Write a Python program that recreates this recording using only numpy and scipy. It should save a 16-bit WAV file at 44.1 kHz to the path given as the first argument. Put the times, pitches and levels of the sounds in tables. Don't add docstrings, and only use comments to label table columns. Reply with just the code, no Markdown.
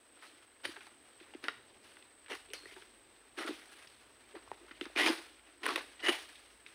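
import sys
import numpy as np
from scipy import signal
from scipy.fft import rfft, irfft
from scipy.io import wavfile
from scipy.ndimage import uniform_filter1d

SR = 44100
rng = np.random.default_rng(int(sys.argv[2]) if len(sys.argv) > 2 else 0)


def gain_from_db(level_db):
    decades = np.asarray(level_db, float) / 20
    return 10 ** decades


def output_pcm(signal):
    pcm = np.clip(np.atleast_2d(signal).T, -1, 1) * 32767
    wavfile.write(sys.argv[1], SR, np.round(pcm).astype(np.int16))


N = 297234


def unit(x):
    return x / np.sqrt(np.mean(x ** 2))


def track(table, column=1):
    rows = np.array(table, float)
    return np.interp(np.arange(N) / SR, rows[:, 0], rows[:, column])


def colour(x, points):
    hz, db = np.transpose(points)
    bin_hz = (np.arange(1025) + 0.1) * SR / 2048
    log_gain = np.interp(np.log(bin_hz), np.log(hz), db) * np.log(10) / 20
    cepstrum = irfft(log_gain)
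    cepstrum[1:1024] *= 2
    cepstrum[1025:] = 0
    response = irfft(np.exp(rfft(cepstrum)))
    return signal.fftconvolve(x, response)[:len(x)]


def ring(x, hz, width_hz):
    return signal.lfilter(*signal.iirpeak(hz, hz / width_hz, fs=SR), x)


def walk(rate):
    hold = int(SR / rate)
    steps = np.repeat(rng.standard_normal(N // hold + 1), hold)
    smooth = uniform_filter1d(uniform_filter1d(steps, hold), hold)
    return 1.3 * smooth[:N]


def crackle(rate, spread_db):
    chance, sign, size = rng.random((3, N))
    clicks = (chance < rate / SR) * np.sign(sign - 0.5)
    return unit(clicks * gain_from_db(-spread_db * np.log(size + 0.04)))


def decay(t, t60):
    return np.exp(-np.log(1000) * t / t60)


def add(out, s, sound):
    i = int(s * SR)
    out[i:i + len(sound)] += sound[:N - i]


# pitch_hz, level_db (per Hz)
FIBRE_OUTLINE = [(290, -20), (500, -12), (833, -7.5), (925, -10), (1710, -5.5), (1880, -6), (2230, -8.5),
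                 (2880, -8), (3470, -10), (8000, -30.5), (10400, -7), (17600, -120)]
# pitch_hz, level_db (per Hz)
LEAFLET_OUTLINE = [(3820, -25), (6500, -71), (7790, 3), (9510, 8.5), (12800, -13), (15100, -1.5),
                   (16000, -23)]


def tearing():
    fibre_db, stalk_db, leaflet_db, brightness_db = effort()
    slip = gain_from_db(2 * walk(110))
    outline_hz, outline_db = np.transpose(FIBRE_OUTLINE)
    fibres = power = 0
    bundles = crackle(220, spread_db=0.5)
    for hz in 600 * 2 ** np.arange(0, 3.8, 1 / 3):
        size_db = np.interp(np.log(hz), np.log(outline_hz), outline_db) + 10 * np.log10(hz)
        size = gain_from_db(size_db + brightness_db * np.log2(hz / 2200))
        grains = crackle(1200, spread_db=1.0) * gain_from_db(2.6 * walk(45)) + 0.6 * bundles
        fibres = fibres + size * unit(ring(ring(grains, hz, 0.53 * hz), hz, 0.51 * hz))
        power = power + size ** 2
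    fibres = unit(fibres * slip / np.sqrt(power))
    creak = crackle(300, spread_db=2.0) * gain_from_db(2 * walk(50))
    stalk = unit(ring(ring(creak, 286, 101), 394, 170))
    leaflets = unit(colour(crackle(7200, spread_db=2.5) * slip, LEAFLET_OUTLINE))
    return gain_from_db(fibre_db) * fibres + gain_from_db(stalk_db) * stalk + gain_from_db(leaflet_db) * leaflets


# start_s, rise_s, hold_s, level_db, fade_s (by 60 dB)
BLADE_STROKES = [(.635, 0.018, 0.0042, -39.5, 0.049), (1.427, 0.017, 0.0035, -42.5, 0.074),
                 (1.45, 0.015, 0.027, -54, 0.17), (2.288, 0.013, 0.035, -45.5, 0.13),
                 (3.364, 0.02, 0.027, -44.5, 0.48), (3.45, 0.027, 0.01, -39.5, 0.14),
                 (4.33, 0.022, 0.022, -68, 1), (4.955, 0.033, 0.09, -33.5, 0.2),
                 (5.045, 0.015, 0.034, -35, 0.15), (5.63, 0.0028, 0.01, -45, 0.25),
                 (5.652, 0.005, 0.0084, -38.5, 0.05), (5.672, 0.0061, 0.026, -38, 0.29),
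                 (5.757, 0.0014, 0.0038, -39, 0.03), (5.772, 0.0046, .005, -44, 0.21),
                 (5.989, 0.0057, .012, -64, .1), (6.012, 0.031, 0.018, -42, .2),
                 (6.058, 0.0068, 0.013, -39, 0.1), (6.081, 0.0035, 0.0079, -31, 0.13)]
# start_s, rise_s, hold_s, level_db, fade_s (by 60 dB)
FROND_SHAKES = [(.2, 0.034, 0.02, -57.5, 0.42), (.66, 0.016, .005, -52, 0.49),
                (.78, 0.058, 0.034, -62, 0.33), (1.483, .004, .01, -66, 0.36),
                (1.8, 0.043, 0.034, -61, 0.61), (2.34, 0.0069, 0.0088, -51.5, 0.33),
                (2.535, 0.0043, 0.011, -51.5, 0.5), (2.64, 0.031, 0.12, -59.5, 0.58),
                (3.51, 0.0067, 0.016, -54.5, 1.2), (3.71, 0.0052, 0.0098, -57, 1.33),
                (4.8, 0.011, 0.031, -59.5, 0.42), (5.1, 0.02, 0.005, -44.5, 0.51),
                (5.22, 0.013, 0.015, -62.5, 0.95), (5.8, 0.016, 0.024, -55, 0.53),
                (6.104, 0.0087, 0.017, -41, 0.4), (6.2, 0.021, 0.021, -57.5, 1.94),
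                (6.65, 0.017, 0.031, -60.5, 0.6)]
# time_s, level_db
POLE_STIR = [(0.0, -73.5), (.13, -65.5), (.6, -69.5), (1.0, -66), (1.4, -64), (1.7, -65.5), (2.2, -68.5),
             (3.0, -68), (3.3, -68), (3.9, -71.5), (4.25, -64.5), (4.5, -62.5), (4.9, -63.5), (5.6, -64.5),
             (5.95, -65.5), (6.45, -71.5), (6.74, -72)]
# stalk_db, leaflets_db, brightness_db (per octave)
MOTION_EXCITES = [
    (-7, -15.5, -1.5),
    (-14.5, -9.5, 2),
    (-8.5, -15, -0.9),
]


def effort():
    power = np.array([swell(BLADE_STROKES), swell(FROND_SHAKES), gain_from_db(2 * track(POLE_STIR))])
    stalk_share, leaflet_share, brightness = np.array(MOTION_EXCITES).T
    total = power.sum(axis=0)
    fibre_db = 10 * np.log10(total)
    stalk_db = 10 * np.log10(gain_from_db(2 * stalk_share) @ power)
    leaflet_db = 10 * np.log10(gain_from_db(2 * leaflet_share) @ power)
    return fibre_db, stalk_db, leaflet_db, brightness @ power / total


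def swell(motions):
    rise_db = 16.5
    t, power = np.arange(0, N / SR, 0.001), 1e-12
    for s, rise, hold, db, t60 in motions:
        rising = rise_db * np.clip((t - s) / max(rise, 0.001) - 1, -1, 0)
        fading = 60 * np.clip(t - s - rise - hold, 0, None) / max(t60, 0.02)
        power = power + (t >= s) * gain_from_db(2 * (db + rising - fading))
    return np.interp(np.arange(N) / SR, t, power)


# start_s, peak_db, pitch_hz, treble_db, length_s
SNAPS = [(0.6522, -26.5, 2000, -11, 0.004), (0.7645, -39.5, 1690, -18, 0.01),
         (1.4403, -31, 2000, -4, 0.006), (1.4832, -33, 3520, -10, 0.0018),
         (2.534, -29, 2000, -1, 0.0031), (2.535, -36.5, 5600, -3, 0.0089),
         (3.378, -37.5, 2430, -18, .008), (3.4635, -41, 4000, 9, .0051),
         (3.473, -47, 1450, -21, 0.0087), (4.811, -28.5, 2430, -20, 0.0037),
         (4.854, -38, 1550, -29, 0.02), (4.9615, -31, 2400, -20, 0.003),
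         (4.974, -25, 2500, -31, 0.04), (5.633, -33.5, 1950, -4, 0.0091),
         (5.656, -28.5, 2300, -12, 0.018), (5.664, -20, 1800, 2, 0.0027),
         (5.7587, -21, 1900, -4, 0.0043), (5.778, -31, 1470, -22, 0.0073),
         (6.0445, -33, 1900, -20, .004), (6.086, -35, 2900, -18, 0.0021),
         (6.095, -42, 2670, -12, 0.0027), (5.677, -28, 1500, -20, .006),
         (5.7065, -28, 1500, -18, .007), (5.808, -37, 1300, -20, .006), (5.689, -33, 3500, -2, .003),
         (3.395, -35, 2600, -12, .004), (3.419, -36, 2300, -20, .004), (3.443, -38, 2000, -20, .004),
         (5.032, -26, 2300, -20, .003), (1.483, -26, 2000, -7, .001), (1.4405, -38, 4500, -6, .002),
         (6.0848, -19.5, 2600, -18, .004), (.868, -49, 4000, -20, .004)]
# start_s, peak_db, pitch_hz, length_s
MORE_SNAPS = [(0.224, -46, 1560, 0.044), (0.807, -44, 1700, 0.016), (0.868, -44, 1290, 0.018),
              (1.201, -46, 2100, 0.0079), (1.337, -47, 2500, 0.0055), (1.347, -42.5, 1900, .004),
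              (1.969, -42.5, 1350, .004), (2.025, -47, 2800, 0.0027), (2.261, -43, 2300, 0.009),
              (2.2825, -42, 1500, 0.011), (2.502, -45, 2520, 0.0096), (2.764, -42.5, 1300, 0.0099),
              (2.822, -44, 1960, 0.0051), (3.872, -44.5, 2660, 0.0044), (3.873, -47.5, 5000, .004),
              (4.352, -42.5, 1110, 0.023), (4.709, -42, 1700, 0.011), (5.526, -51, 1700, 0.0037),
              (6.007, -49, 4500, .003), (6.356, -44.5, 3350, 0.024), (6.663, -37.5, 2490, 0.0056),
              (0.76, -43, 1700, .006), (0.817, -48, 1600, .005), (2.487, -52, 3100, .003),
              (2.513, -50, 2600, .004), (2.633, -50, 2200, .003), (2.711, -44, 2080, 0.0034),
              (2.736, -58, 3000, 0.0028), (2.817, -48, 3000, 0.0022), (3.373, -41, 1600, 0.004),
              (3.476, -34, 3000, .002), (3.505, -41, 3500, .002), (4.978, -23, 2300, .002),
              (4.9855, -28, 2500, .002), (4.9975, -21, 2000, 0.0018), (5.062, -20, 2200, 0.0022),
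              (5.073, -21, 2800, .002), (5.084, -23, 3020, 0.0022), (5.125, -33, 1500, .004),
              (6.002, -41, 2700, .004), (6.064, -26, 2900, .002), (6.09, -19.5, 2450, .002),
              (1.456, -41, 1600, .003), (4.714, -42, 2500, .005), (4.855, -41.5, 4000, .003),
              (5.686, -28, 2000, .005), (5.683, -35, 1800, .004), (2.319, -30, 2200, .003),
              (4.826, -43, 3000, .004)]


def snaps():
    width_hz, light_treble_db = 2130, -23
    light = [(s, db, hz, light_treble_db, length) for s, db, hz, length in MORE_SNAPS]
    out, t = np.zeros(N), np.arange(2048) / SR
    for s, db, hz, treble_db, length in SNAPS + light:
        noise = rng.standard_normal((2, len(t)))
        fade = np.exp(-t / max(length, 5e-4)) + 1.6 * np.exp(-t / 0.00085)
        fade = fade * np.clip(t / 0.00026, 0, 1)
        split = ring(ring(noise[0] * fade, hz, width_hz), hz, width_hz)
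        split = signal.lfilter(*signal.butter(2, hz + width_hz, fs=SR), split)
        split = signal.lfilter(*signal.butter(2, 0.35 * hz, "high", fs=SR), split)
        tick = colour(noise[1] * fade ** 1.26, LEAFLET_OUTLINE)
        tick = gain_from_db(treble_db - 8.5) * tick / np.abs(tick).max()
        add(out, s, gain_from_db(db) * (split / np.abs(split).max() + tick))
    return out


# start_s, length_s
BLADE_SLIDES = [(.65, .06), (1.49, .035), (2.3, .05), (2.538, .127), (3.385, .03), (4.98, .065),
                (4.965, .14), (6.016, .105), (6.02, .085), (3.385, .07), (3.385, .025), (3.385, .025),
                (2.67, .07), (5.992, .02), (5.992, .02), (6.04, .08), (5.685, .035), (2.54, .045),
                (6.048, .014), (6.086, .018), (1.488, .07), (3.475, .02), (5.07, .03), (3.427, .012),
                (2.298, .05), (2.3, .04), (2.41, .035), (6.03, .047), (6.056, .02), (4.988, .03),
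                (.648, .09), (.665, .035), (5.015, .04), (5.085, .02), (6.048, .012), (6.035, .07),
                (4.98, .13), (3.39, .03), (3.375, .045), (3.375, .02), (2.765, .03), (5.055, .04),
                (3.445, .04), (6.1, .1), (6.125, .07)]
# pitch_hz, width_hz, level_db (over the fibres)
BLADE_NOTES = [(9460, 490, -9.5), (3700, 180, -12), (1960, 310, -5), (4260, 110, -3.5), (8700, 230, -15),
               (1950, 160, -8), (2600, 1300, -4.5), (2910, 150, -1.5), (1870, 160, -2.5), (1400, 240, -5),
               (4020, 250, -11), (5600, 240, -12), (2100, 200, -3), (2900, 420, 6), (1950, 180, 4),
               (9470, 840, -13), (1140, 380, -0.5), (4700, 200, -6), (5260, 300, -11), (1200, 330, -3.5),
               (1800, 830, 2), (3270, 370, -17), (4700, 300, -16), (1900, 270, -1.5), (2860, 290, -4.5),
               (5840, 300, -19), (2870, 250, -6), (1950, 130, 1), (2940, 150, -1), (1920, 130, -2),
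               (4670, 110, -9), (4150, 150, -11), (2150, 160, -5), (4780, 200, -13), (5060, 150, -12),
               (6630, 500, -17), (9350, 1300, -17), (9200, 1000, -14), (2960, 200, -10.5), (2000, 200, -6),
               (890, 100, -3), (1850, 300, -10), (1390, 170, -6.5), (800, 450, -7), (1900, 500, -6)]


def squeaks():
    out, rub = np.zeros(N), crackle(1300, spread_db=2.5)
    for (s, length), (hz, width, db) in zip(BLADE_SLIDES, BLADE_NOTES):
        contact = rub[int(s * SR):][:int(length * SR)]
        tone = unit(ring(ring(contact, hz, width), hz, 2 * width))
        loudness = uniform_filter1d(np.abs(tone), size=260)
        tone = unit(tone / (loudness + 0.05) ** 0.67)
        add(out, s, gain_from_db(db) * tone * signal.windows.tukey(len(tone), 0.15))
    fibre_db = effort()[0]
    return out * gain_from_db(fibre_db)


# start_s, peak_db, pitch_hz, fade_s (by 60 dB)
WOOD_KNOCKS = [(0.766, -48, 1400, .021), (0.8115, -48, 1480, 0.024), (1.3371, -44, 820, 0.016),
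               (1.4836, -27.5, 1400, 0.027), (1.484, -24.5, 1900, 0.021), (1.4853, -31.5, 1500, 0.025),
               (1.4849, -36, 3820, 0.022), (1.4894, -32, 1205, 0.017), (2.6568, -40, 1905, 0.022),
               (4.9, -44.5, 650, 0.01), (4.4768, -41.2, 1000, 0.0081), (5, -44, 2200, .008),
               (4.516, -26.7, 910, 0.011), (4.516, -41, 1860, 0.0092), (4.8115, -38, 1310, 0.02),
               (5.6633, -32, 1045, .033), (5.6908, -25.5, 1150, 0.027), (5.7811, -34, 900, .0171),
               (4.9618, -24.5, 2450, .012), (4.9695, -25, 2300, 0.011), (4.711, -43.5, 1380, 0.027),
               (4.712, -46, 1900, .02), (4.349, -43, 550, .03), (.766, -42.5, 1550, .025),
               (.769, -46, 860, .035), (0.74, -46, 1600, .02), (.714, -47, 1520, 0.028),
               (.717, -48, 2850, .02), (5.665, -30.5, 520, .02), (5.7595, -26.5, 1110, 0.027),
               (5.7605, -32, 3600, 0.022), (1.338, -47, 2800, .015), (.652, -40, 3100, .03),
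               (6.093, -24, 2950, 0.022), (6.087, -27, 1900, .025), (5.125, -35, 990, 0.018),
               (.872, -52, 845, .035), (2.535, -36, 2980, .015), (1.4515, -37, 1700, .015),
               (3.433, -37, 1900, .015)]


def knocks():
    out, t = np.zeros(N), np.arange(3000) / SR
    for s, db, hz, t60 in WOOD_KNOCKS:
        fade = decay(t, np.clip(t60, 0.005, 0.035))
        add(out, s, gain_from_db(db) * fade * np.sin(2 * np.pi * hz * t))
    return out


# start_s, peak_db, pitch_hz, fade_s (by 60 dB)
STALK_THUMPS = [(0.65, -38, 282, 0.026), (0.688, -36, 324, 0.045), (3.506, -27, 343, 0.02),
                (1.21, -44, 352, 0.025), (1.349, -31.5, 328, 0.019), (1.436, -37.5, 290, 0.054),
                (1.483, -44, 440, 0.064), (2.307, -41.5, 434, 0.1), (2.504, -45.5, 416, 0.08),
                (2.536, -36.5, 480, 0.018), (2.658, -42, 394, 0.025), (2.764, -42.5, 368, 0.077),
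                (3.376, -36, 374, 0.1), (3.402, -34, 373, 0.047), (3.447, -36.5, 332, 0.11),
                (3.49, -28.5, 352, 0.042), (4.341, -41.5, 421, 0.11), (4.358, -37, 336, 0.066),
                (4.515, -43, 382, 0.045), (4.644, -44.5, 352, 0.018), (4.71, -42.5, 288, 0.024),
                (4.812, -26, 333, 0.023), (4.862, -33, 327, 0.017), (4.961, -26.5, 340, 0.024),
                (5.056, -25.5, 320, 0.064), (5.097, -21.5, 325, 0.067), (5.18, -41, 342, 0.067),
                (5.776, -31, 510, 0.025), (6.034, -36.5, 345, 0.14), (6.087, -25, 350, 0.058),
                (2.488, -52, 394, 0.044), (2.635, -46, 398, .03), (2.72, -47, 400, 0.026),
                (2.82, -50, 410, 0.036), (3.523, -42, 334, 0.034), (3.545, -52, 340, .02),
                (0.772, -46.5, 400, 0.066), (4.826, -36.5, 347, 0.033), (5.008, -27, 308, 0.05),
                (5.125, -35, 347, 0.028), (2.338, -42, 420, .04), (4.61, -49, 353, 0.099),
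                (0.33, -53, 298, .05), (5.03, -27.5, 297, .06), (3.499, -32, 300, 0.027),
                (5.643, -36, 420, 0.052), (5.697, -34.5, 370, .09), (5.73, -37, 340, .05),
                (5.746, -39, 350, .04), (5.615, -48, 348, .12), (6.052, -36, 340, .12)]


def thumps():
    out, t = np.zeros(N), np.arange(6000) / SR
    for s, db, hz, t60 in STALK_THUMPS:
        swing = (1 - np.exp(-t / 0.0018)) * decay(t, max(t60, 0.01))
        add(out, s, gain_from_db(db - 5.5) * swing / swing.max() * np.sin(2 * np.pi * hz * t))
    return out


# start_s, peak_db, pitch_hz, fade_s (by 60 dB)
TRUNK_JOLTS = [(.655, -64, 113, .3), (.66, -66, 72, .25), (4.47, -64, 96, .3), (5.07, -70, 126, .25),
               (6.08, -69, 128, .25), (.67, -66, 90, .2)]


def jolts():
    out, t = np.zeros(N), np.arange(12000) / SR
    for s, db, hz, t60 in TRUNK_JOLTS:
        bump = (1 - np.exp(-t / 0.014)) * decay(t, t60)
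        add(out, s, gain_from_db(db) * bump * np.sin(2 * np.pi * hz * t))
    return out


def grove(x):
    t60_s, level_db = 0.35, -15
    t = np.arange(SR // 2) / SR
    scatter = rng.standard_normal(len(t)) * decay(t, t60_s) * np.clip(t / 0.015, 0, 1)
    scatter = colour(scatter, [(300, -2.0), (1500, 1.0), (4000, 7.5), (10000, -0.5)])
    scatter = scatter / np.sqrt(np.sum(scatter ** 2))
    return gain_from_db(level_db) * signal.fftconvolve(x, scatter)[:N]


# time_s, level_db
CICADA_LEVEL = [(0.0, -69), (.3, -68.5), (3.5, -67.5), (5.5, -69.5), (5.9, -67), (6.74, -68.5)]


def cicadas():
    clicks = crackle(2600, spread_db=-3.0) * gain_from_db(0.5 * walk(60) + 0.8 * walk(5))
    chorus = ring(ring(ring(clicks, 8240, 520), 8180, 680), 8440, 1000)
    return gain_from_db(track(CICADA_LEVEL)) * unit(chorus)


# pitch_hz, level_db (per Hz)
HUSH_OUTLINE = [(25, -24), (60, -13), (130, -8.5), (152, -23), (172, -29), (195, -13.5), (222, -7),
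                (328, -3.5), (825, -11), (3070, -15), (6900, -28), (9500, -23.5), (12400, -36),
                (15500, -25)]


def leaf_hush():
    air = colour(rng.standard_normal(N), HUSH_OUTLINE)
    low = signal.lfilter(*signal.butter(2, 900, fs=SR), air)
    hush = low * gain_from_db(1.7 * walk(2.8)) + (air - low) * gain_from_db(1.0 * walk(6.0))
    return gain_from_db(-67) * unit(hush)


# time_s, level_db, firing_hz
ENGINE_RUMBLE = [(0.0, -93, 37.2), (2.15, -91, 37), (2.42, -77, 46), (3.0, -81, 45.5), (3.55, -78, 52),
                 (3.9, -83, 52), (4.7, -77, 54), (6.74, -77.5, 54.5)]
# time_s, level_db
ENGINE_OVERTONE = [(0.0, -84), (2.1, -85), (2.45, -79), (2.75, -84), (3.0, -94), (3.5, -82), (4.3, -84),
                   (4.8, -95), (6.74, -95)]


def far_engine():
    firing_hz = track(ENGINE_RUMBLE, column=2) * (1 + 0.012 * walk(5))
    turn = 2 * np.pi * np.cumsum(firing_hz) / SR
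    rough = unit(ring(ring(rng.standard_normal(N), 64, 25), 66, 50))
    engine = 0.4 * rough + gain_from_db(2 * walk(9)) * np.sin(turn)
    overtone = gain_from_db(track(ENGINE_OVERTONE) + 2 * walk(6)) * np.sin(2 * turn)
    return gain_from_db(track(ENGINE_RUMBLE)) * unit(engine) + overtone


def scene():
    cut = tearing() + squeaks() + knocks() + snaps() + thumps()
    thud = gain_from_db(-11.5) * ring(ring(cut, 112, 50), 125, 70)
    bass_cut = signal.butter(N=8, Wn=235, btype="high", fs=SR, output="sos")
    cut = thud + signal.sosfilt(bass_cut, cut + grove(cut))
    cut = cut - 0.37 * ring(cut, 7620, 2900)
    return (cut + jolts() + cicadas() + leaf_hush() + far_engine())[None]


def low_pass(x):
    return signal.sosfilt(signal.butter(12, 15830, fs=SR, output="sos"), x)


def record(dry):
    top_cut = signal.ellip(10, 0.2, 60, 15800, fs=SR, output="sos")
    mix = signal.sosfilt(top_cut, dry)
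    return low_pass(mix)


dry = scene()
out = record(dry)
output_pcm(out)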